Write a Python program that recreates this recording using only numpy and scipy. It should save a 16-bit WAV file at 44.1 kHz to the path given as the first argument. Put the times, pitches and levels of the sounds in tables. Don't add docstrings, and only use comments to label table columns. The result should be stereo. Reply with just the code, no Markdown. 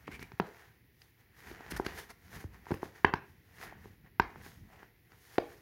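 import sys
import numpy as np
from scipy import signal
from scipy.fft import rfft, irfft, next_fast_len
from scipy.io import wavfile
from scipy.ndimage import map_coordinates

SR = 44100
rng = np.random.default_rng(int(sys.argv[2]) if len(sys.argv) > 2 else 0)


def unload_wav(signal):
    wavfile.write(
        sys.argv[1],
        SR,
        np.round(np.clip(np.atleast_2d(signal).T, -1, 1) * 32767).astype(np.int16),
    )


N = 247533


def amp(db):
    return 10 ** (np.asarray(db) / 20)


def unit(x):
    return x / np.sqrt(np.mean(x ** 2) + 1e-20)


def along(points, hz):
    f, v = np.transpose(points)
    return np.interp(np.log(hz + 1), np.log(f + 1), v)


def flutter(knots_per_s):
    knots = rng.standard_normal(int(N * knots_per_s / SR) + 4)
    return map_coordinates(knots, [np.arange(N) * knots_per_s / SR])


def filtered(x, response):
    size = x.shape[-1]
    padded = next_fast_len(size + 8192)
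    return irfft(rfft(x, padded) * response(np.fft.rfftfreq(padded, 1 / SR)), padded)[..., :size]


def causal(gain_db):
    cepstrum = irfft(np.log(amp(gain_db)))
    half = len(cepstrum) // 2
    return np.exp(rfft(cepstrum * np.r_[1, np.full(half - 1, 2), 1, np.zeros(half - 1)]))


def pan(db):
    return amp([[db / 2], [-db / 2]])


def add(track, start_s, sound):
    start = max(0, round(start_s * SR))
    track[:, start:start + sound.shape[1]] += sound[:, :N - start]


def swell(peak_s, rise_s, fall_s, depth_db=20, roundness=0.94):
    t = np.arange(N) / SR - peak_s
    away = np.maximum(-t / abs(rise_s), t / abs(fall_s))
    gain, moving = np.zeros(N), away < 2
    gain[moving] = amp(-depth_db * away[moving] ** roundness)
    return gain


def burst(envelope):
    noise = rng.standard_normal((2, len(envelope))) * envelope
    return rfft(noise / np.linalg.norm(noise, axis=1, keepdims=True))


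def rush(spectrum, grain_db, size=N):
    # frequency_hz, correlation
    coherence = [(100, 0.88), (500, 0.78), (1500, 0.083), (3000, 0.19), (8000, .2), (14000, .1)]
    grains = np.repeat(rng.standard_normal(size // 16 + 1), 16)[:size]
    pair = rng.standard_normal((2, size)) * amp(grain_db * grains)

    def mid_and_side(hz):
        angle = np.arccos(np.clip(along(coherence, hz), -1, 1)) / 2
        return amp(along(spectrum, hz)) * [np.cos(angle), np.sin(angle)]

    mid, side = filtered(pair, mid_and_side)
    return unit(np.array([mid + side, mid - side]))


def room_tone():
    # frequency_hz, level_db
    floor = [(25, -9), (55, 2), (115, 6.5), (200, -9), (380, -6), (600, -21.5), (1250, -32.5), (1900, -8.5),
             (3000, -19.5), (5500, -25.5), (8200, -46), (10500, -23), (15000, -18)]
    return amp(-65.0) * rush(floor, grain_db=-1) * pan(1.5)


def reverberation(x, gap_s=0.013, build_s=0.0032, positions=6):
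    # frequency_hz, t60_s
    walls = [(100, 0.23), (400, 0.43), (1000, 0.32), (2500, 0.39), (5000, 0.16), (12000, 0.19)]
    # frequency_hz, level_db
    echo = [(60, 0), (200, -22.5), (400, -7.5), (1000, -11.5), (2000, -9.5), (4500, -5), (12000, -5.5)]
    out, t = np.zeros((2, N)), np.arange(SR // 2) / SR
    place = np.linspace(0, positions - 1, N)
    for k in range(positions):
        noise = rush([(20, 0.003), (20000, 0.016)], grain_db=-2.5, size=len(t))
        hz, when, bands = signal.stft(noise, SR, nperseg=256)
        t60 = along(walls, hz)[:, None]
        equal_energy = np.sqrt(2 * np.log(1000) / (t60 * SR))
        fade = amp(along(echo, hz)[:, None] - 60 * when / t60) * equal_energy
        tail = signal.istft(bands * fade, SR, nperseg=256)[1][:, :len(t)]
        tail = tail * np.clip((t - gap_s) / build_s, 0, 1)
        here = x.mean(axis=0) * np.sqrt(np.clip(1 - abs(place - k), 0, 1))
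        out += signal.fftconvolve(here[None], tail, axes=1)[:, :N]
    return out


def flexing():
    # peak_s, length_s, level_db
    bends = [(0.138, 0.39, -53), (0.216, 0.13, -49), (0.781, 0.94, -66.5), (1.51, 0.43, -53.5),
             (1.749, .18, -42.5), (1.92, 0.38, -52.5), (2.259, 0.082, -55), (2.365, 0.14, -44),
             (2.5, 1.6, -60.5), (2.86, .2, -52.5), (3.32, .8, -61.5), (3.7, 0.44, -56), (3.86, 0.96, -56),
             (4.39, .25, -50.5), (4.62, 1, -57.5), (5.14, 0.28, -66), (5.515, 0.36, -62)]
    power = sum((amp(db) * swell(s, length / 2, length / 2)) ** 2 for s, length, db in bends)
    rumble_hz_db = [(20, -13.5), (55, 4), (110, 0), (190, -1.5), (300, -11), (600, -32), (1500, -61)]
    sway = rush(rumble_hz_db, grain_db=4.5)
    return np.sqrt(power) * amp(0.6 * flutter(25)) * sway * pan(2.0)


def sliding_db(bright_share, resting_db=-78.5):
    # peak_s, rise_s, fall_s, level_db, brightness_db
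    strokes = [(0.03, 0.3, 0.14, -61, -2.5), (0.118, 0.013, 0.066, -45.5, -7),
               (0.152, 0.056, 0.027, -46.5, -3), (0.22, .04, 0.2, -54.5, -6), (0.47, 0.046, 0.059, -54, -3),
               (0.62, 0.54, 0.19, -55, -2.5), (1.02, 0.099, 0.19, -67, 10), (1.209, 0.07, 0.083, -64, 1.5),
               (1.39, .06, .15, -62.5, 11.5), (1.494, 0.13, 0.16, -47.5, -2),
               (1.64, 0.3, 0.32, -50.5, -14.5), (1.74, 0.22, 0.2, -48.5, -3.5), (1.89, 0.093, 0.2, -45, -7),
               (1.988, 0.077, 0.079, -43.5, 5.5), (2.251, 0.18, 0.091, -62.5, 4),
               (2.362, 0.1, 0.038, -46.5, 4.5), (2.408, 0.064, 0.064, -48.5, 3),
               (2.544, 0.07, 0.11, -54.5, -4.5), (2.69, 0.087, 0.26, -50.5, -3.5),
               (2.843, 0.054, 0.085, -49.5, 2), (2.96, .06, 0.16, -53, -2), (3.3, 0.37, 0.21, -66.5, 4.5),
               (3.571, 0.24, .06, -60.5, 2), (3.636, 0.079, 0.065, -44.5, 3),
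               (3.675, 0.067, 0.17, -46.5, -20), (3.85, 0.19, 0.19, -58, 0),
               (4.069, 0.064, 0.037, -57, -15.5), (4.27, 0.065, 0.29, -57.5, -6),
               (4.41, 0.26, 0.14, -56, -7.5), (4.455, 0.085, 0.19, -53.5, 8), (4.73, 0.14, .17, -60.5, -5),
               (4.82, 0.14, .11, -54, -8), (5.135, .08, 0.04, -58, -4.5), (5.26, 0.22, 0.16, -64.5, 13.5),
               (5.35, 0.16, 0.083, -54.5, 6.5), (5.53, 0.43, 0.19, -57.5, 4.5)]
    power = sum((amp(db + bright_share * bright_db) * swell(s, rise, fall)) ** 2
                for s, rise, fall, db, bright_db in strokes)
    return 10 * np.log10(power + amp(resting_db) ** 2)


def rubbing(rasp_db=-3.0, hiss_db=-11.0, fizz_db=-12):
    # frequency_hz, level_db
    rasp_band = [(120, -28), (300, -6.5), (450, 0), (590, -12), (720, -2.5), (1000, -3.5), (1200, -6),
                 (1850, 1.5), (2400, -8), (3100, -15), (5000, -49)]
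    hiss_band = [(1500, -32.5), (3000, -2.5), (4200, -3), (5800, -3), (7000, -5), (8300, -23),
                 (11000, -18.5)]
    fizz_band = [(4000, -33), (8200, -5.5), (10200, -1), (13000, 0), (15500, -4.5)]
    grip_db = 0.85 * flutter(76)
    rasp = amp(sliding_db(0) + grip_db + rasp_db) * rush(rasp_band, grain_db=3.0)
    hiss = amp(sliding_db(0.65) + grip_db + hiss_db) * rush(hiss_band, grain_db=0.0)
    fizz = amp(sliding_db(0.85) + 0.6 * grip_db + fizz_db) * rush(fizz_band, grain_db=2.5)
    return rasp * pan(5.3) + hiss * pan(1.2) + fizz * pan(2.0)


def crackle(max_catches_per_s=90, spread_db=4, level_db=-13, light_touch_db=-58):
    # frequency_hz, level_db
    tick_colour = [(200, -14), (900, -3), (1900, 3.5), (3200, -13), (5500, -13.5), (8500, -30)]
    slide_db = sliding_db(bright_share=0.25)
    rate = max_catches_per_s / (1 + amp(light_touch_db - slide_db) ** 2)
    catches = (rng.random(N) < rate / SR) * amp(spread_db * np.clip(rng.standard_normal(N), -2, 2))
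    ticks = filtered(catches, lambda hz: causal(along(tick_colour, hz)))
    return amp(slide_db + level_db) * unit(ticks) * pan(2.1)


def scuffs(size=4096):
    # peak_s, half_length_s, level_db, tilt_db_per_octave
    skids = [(0.207, 0.0062, -54, -3), (0.23, 0.0022, -46, -2), (1.715, 0.0058, -38.5, -3),
             (1.771, 0.005, -36, -4), (1.852, 0.0042, -43, -6.5), (1.866, 0.0048, -40, -4.5),
             (2.106, 0.0081, -45.5, -5), (2.716, 0.002, -37.5, -9.5), (2.744, 0.0075, -54.5, 3.5)]
    # frequency_hz, level_db
    skid_colour = [(200, -19.5), (900, -5), (1900, 3.5), (3000, -8.5), (5500, 0), (8000, -8), (10500, 0),
                   (15500, -7)]
    out, t = np.zeros((2, N)), (np.arange(size) - size / 2) / SR
    for s, half_s, db, tilt_db in skids:
        colour = [(hz, level + tilt_db * np.log2(hz)) for hz, level in skid_colour]
        envelope = amp(db) * np.exp(-0.5 * (t / half_s) ** 2)
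        add(out, s + t[0], envelope * rush(colour, grain_db=4.0, size=size))
    return out * pan(2.3)


def creaks(slips_per_s=700, width_hz=240, spread_db=-1.0):
    # peak_s, length_s, level_db, pitch_hz
    folds = [(0.075, 0.059, -53, 2120), (0.125, 0.069, -50, 2150), (0.152, 0.065, -48.5, 2320),
             (0.226, 0.059, -50, 2318), (1.46, .3, -58.5, 1780), (4.748, 0.086, -71, 2480),
             (4.74, 0.18, -60, 740.7)]
    out = np.zeros(N)
    for s, length, db, pitch_hz in folds:
        slips = (rng.random(N) < slips_per_s / SR) * amp(spread_db * rng.standard_normal(N))
        panel = lambda hz: 1j * hz * width_hz / (pitch_hz ** 2 - hz ** 2 + 1j * hz * width_hz)
        out += amp(db) * swell(s, length / 2, length / 2) * unit(filtered(slips, panel))
    return out * pan(2.9)


def flaps(sag=0.83, attack_s=0.0056):
    # start_s, initial_pitch_hz, level_db, t60_s
    swings = [(0.335, 134, -30, 0.035), (0.4, 212, -20.5, 0.061), (1.722, 69, -35.5, 0.18),
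              (2.445, 104.5, -24, 0.059), (2.715, 97.5, -31.5, 0.081), (3.049, 99.4, -34, 0.11),
              (4.199, 70.4, -29, 0.084), (4.613, 135, -40, 0.08)]
    out, t = np.zeros((2, N)), np.arange(SR // 4) / SR
    for s, hz, db, t60 in swings:
        pitch_hz = hz * (1 - sag * np.minimum(t / t60, 1))
        phase = 2 * np.pi * np.cumsum(pitch_hz) / SR
        envelope = amp(db - 60 * t / t60) * (1 - np.exp(-t / attack_s))
        add(out, s, pan(2.4) * envelope * np.sin(phase))
    return out


def snap(levels_db, ring, pitch_ratio, dispersion_s=0.0006, lag_s=0.00012, shiver_db=-10,
         shiver_t60_s=0.047, sub_db=-10, top_db=-24, run_s=0.0015, run_hz=2800, size=4096):
    registers_hz = [150, 380, 950, 1750, 4500]
    # frequency_hz, half_width_hz, gain_db
    panels = [(199, 35, 0.5), (300, 33, -3), (378, 45, 9.5), (555.4, 101, -24), (903, 87, 9),
              (1230, 78, -5.5), (1530, 89, 9.5), (1594, 42, 2), (1925, 41, -0.5), (2240, 33, -1.5),
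              (2420, 94, 3), (3350, 400, -7.5), (6200, 750, 4), (7640, 1100, -9.5)]
    hz, t = np.fft.rfftfreq(size, 1 / SR), np.arange(size) / SR
    outline = [(30, levels_db[0] + sub_db), *zip(registers_hz, levels_db), (8000, levels_db[-1] + top_db)]
    panel_hz = hz / pitch_ratio
    modes_db = sum(db / (1 + ((panel_hz - f) / width) ** 2) for f, width, db in panels)
    push = causal(along(outline, panel_hz) + ring * modes_db)
    push = push * np.exp(-4j * np.pi * dispersion_s * np.sqrt(registers_hz[2] * hz))
    direct = np.exp(-2j * np.pi * hz * np.array([[0], [lag_s]]))
    slips = burst(t * np.exp(-(t / run_s) ** 2 / 2))
    coherent_share = 1 / (1 + (hz / run_hz) ** 4)
    buckle = np.sqrt(coherent_share) * direct + np.sqrt(1 - coherent_share) * slips
    shiver = amp(shiver_db) * burst(amp(-60 * t / shiver_t60_s)) * np.sqrt(hz / (hz + 700))
    fade = np.minimum(1, 2 * (1 - t / t[-1])) ** 2
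    return fade * irfft(push * (buckle + shiver))


def snaps(ring_share, lead_s=0.00067, body_share=0.94, crack_share=0.49):
    # start_s, level_db, thump_db, brightness_db, tautness, pitch_ratio, pan_db
    pops = [(0.0794, -3, 0, -3.5, 0.42, 1.21, 2.5), (0.088, -15, 18, 0.5, 0.66, 0.8, 0.5),
            (0.194, -19, 12, 22, 0.76, 1.06, 1.5), (0.2267, -19.5, 17.5, 22.5, 0.72, 1.09, 0),
            (0.319, -14, 5, 9.5, 0.7, 1.03, 1.5), (0.3994, 16.5, -2.5, -8, 0.35, 1.053, 4),
            (1.0183, -34, -4, 36, .5, 1.04, 2), (1.514, -16.5, 12, 12, 0.2, 0.95, 5),
            (1.607, -9, -4.5, -20, 0.3, 0.84, 14), (1.664, -17, -5, 3, 0.15, 1.1, 16),
            (1.721, -16.5, 16.5, 26, 0.15, 0.85, 8), (1.7983, 9.5, 2, -32, 0.43, 1.01, 11),
            (1.8647, -4.5, 13, 20, 0.44, 1, 5.5), (2.4419, -10.5, 5, -15, 0.12, 0.82, 7),
            (2.668, -5, -9, -19.5, .5, 1, 6), (2.7074, -1.5, 13, -18, 0.53, 1.07, 6),
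            (2.7135, -5, 9.5, -8, 0.52, 1.22, -4), (2.7186, 1, 17.5, -6.5, 0.91, 1, 5),
            (2.7412, -9.5, 14, 11, 1, 1.2, 4.5), (2.8307, 8, -2, -27.5, .3, 1, 3.5),
            (3.0467, 24, -2, -8, 0.7, 1.06, 3), (3.0482, 21.5, -24, -31.5, 0.65, 1.97, 3),
            (3.1383, 14, 0.5, 4, 0.97, 1.038, 2.5), (3.725, -2.5, -14, -41.5, .3, 0.91, 3),
            (3.857, -15.5, 9, -17, 0.5, 1.08, 2), (4.1983, 20.5, -3, -0.5, 0.85, 1.035, 4),
            (4.359, -9, -4, -4, 0.32, .96, 4), (4.464, -14, 5, 5.5, 0.6, 1, 2.5),
            (4.83, -12, -0.5, -3, 0.46, 1.01, 3), (5.12, -25.5, 5.5, 18.5, 0.5, 0.96, -3),
            (5.3823, 9, 9, 6, 0.15, 0.96, 3), (5.3848, -6.5, 18, -21, 0, 1.81, 8.5)]
    slack_db = [-8.5, 8.5, -5.5, -3.5, -19]
    taut_db = [2.5, -3, 0, -8.5, -23.5]
    out = np.zeros((2, N))
    for s, db, thump_db, bright_db, taut, pitch_ratio, pan_db in pops:
        colour_db = (1 - taut) * np.array(slack_db) + taut * np.array(taut_db)
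        ends_db = np.array([thump_db, body_share * thump_db, 0, crack_share * bright_db, bright_db])
        pop = snap(db + colour_db + ends_db, ring_share * taut, pitch_ratio)
        add(out, s - lead_s, pan(pan_db) * pop)
    return out


def scene():
    handling = flaps() + creaks() + scuffs() + rubbing() + crackle() + flexing()
    near = handling + snaps(ring_share=1)
    far = handling + snaps(ring_share=0.74)
    return near + reverberation(far) + room_tone()


def record(dry, low_hz=42, top_hz=15950):
    thin = signal.sosfilt(signal.butter(3, low_hz, "highpass", fs=SR, output="sos"), dry)
    return filtered(thin, lambda hz: 1 / (1 + (hz / top_hz) ** 200))


dry = scene()
out = record(dry)
unload_wav(out)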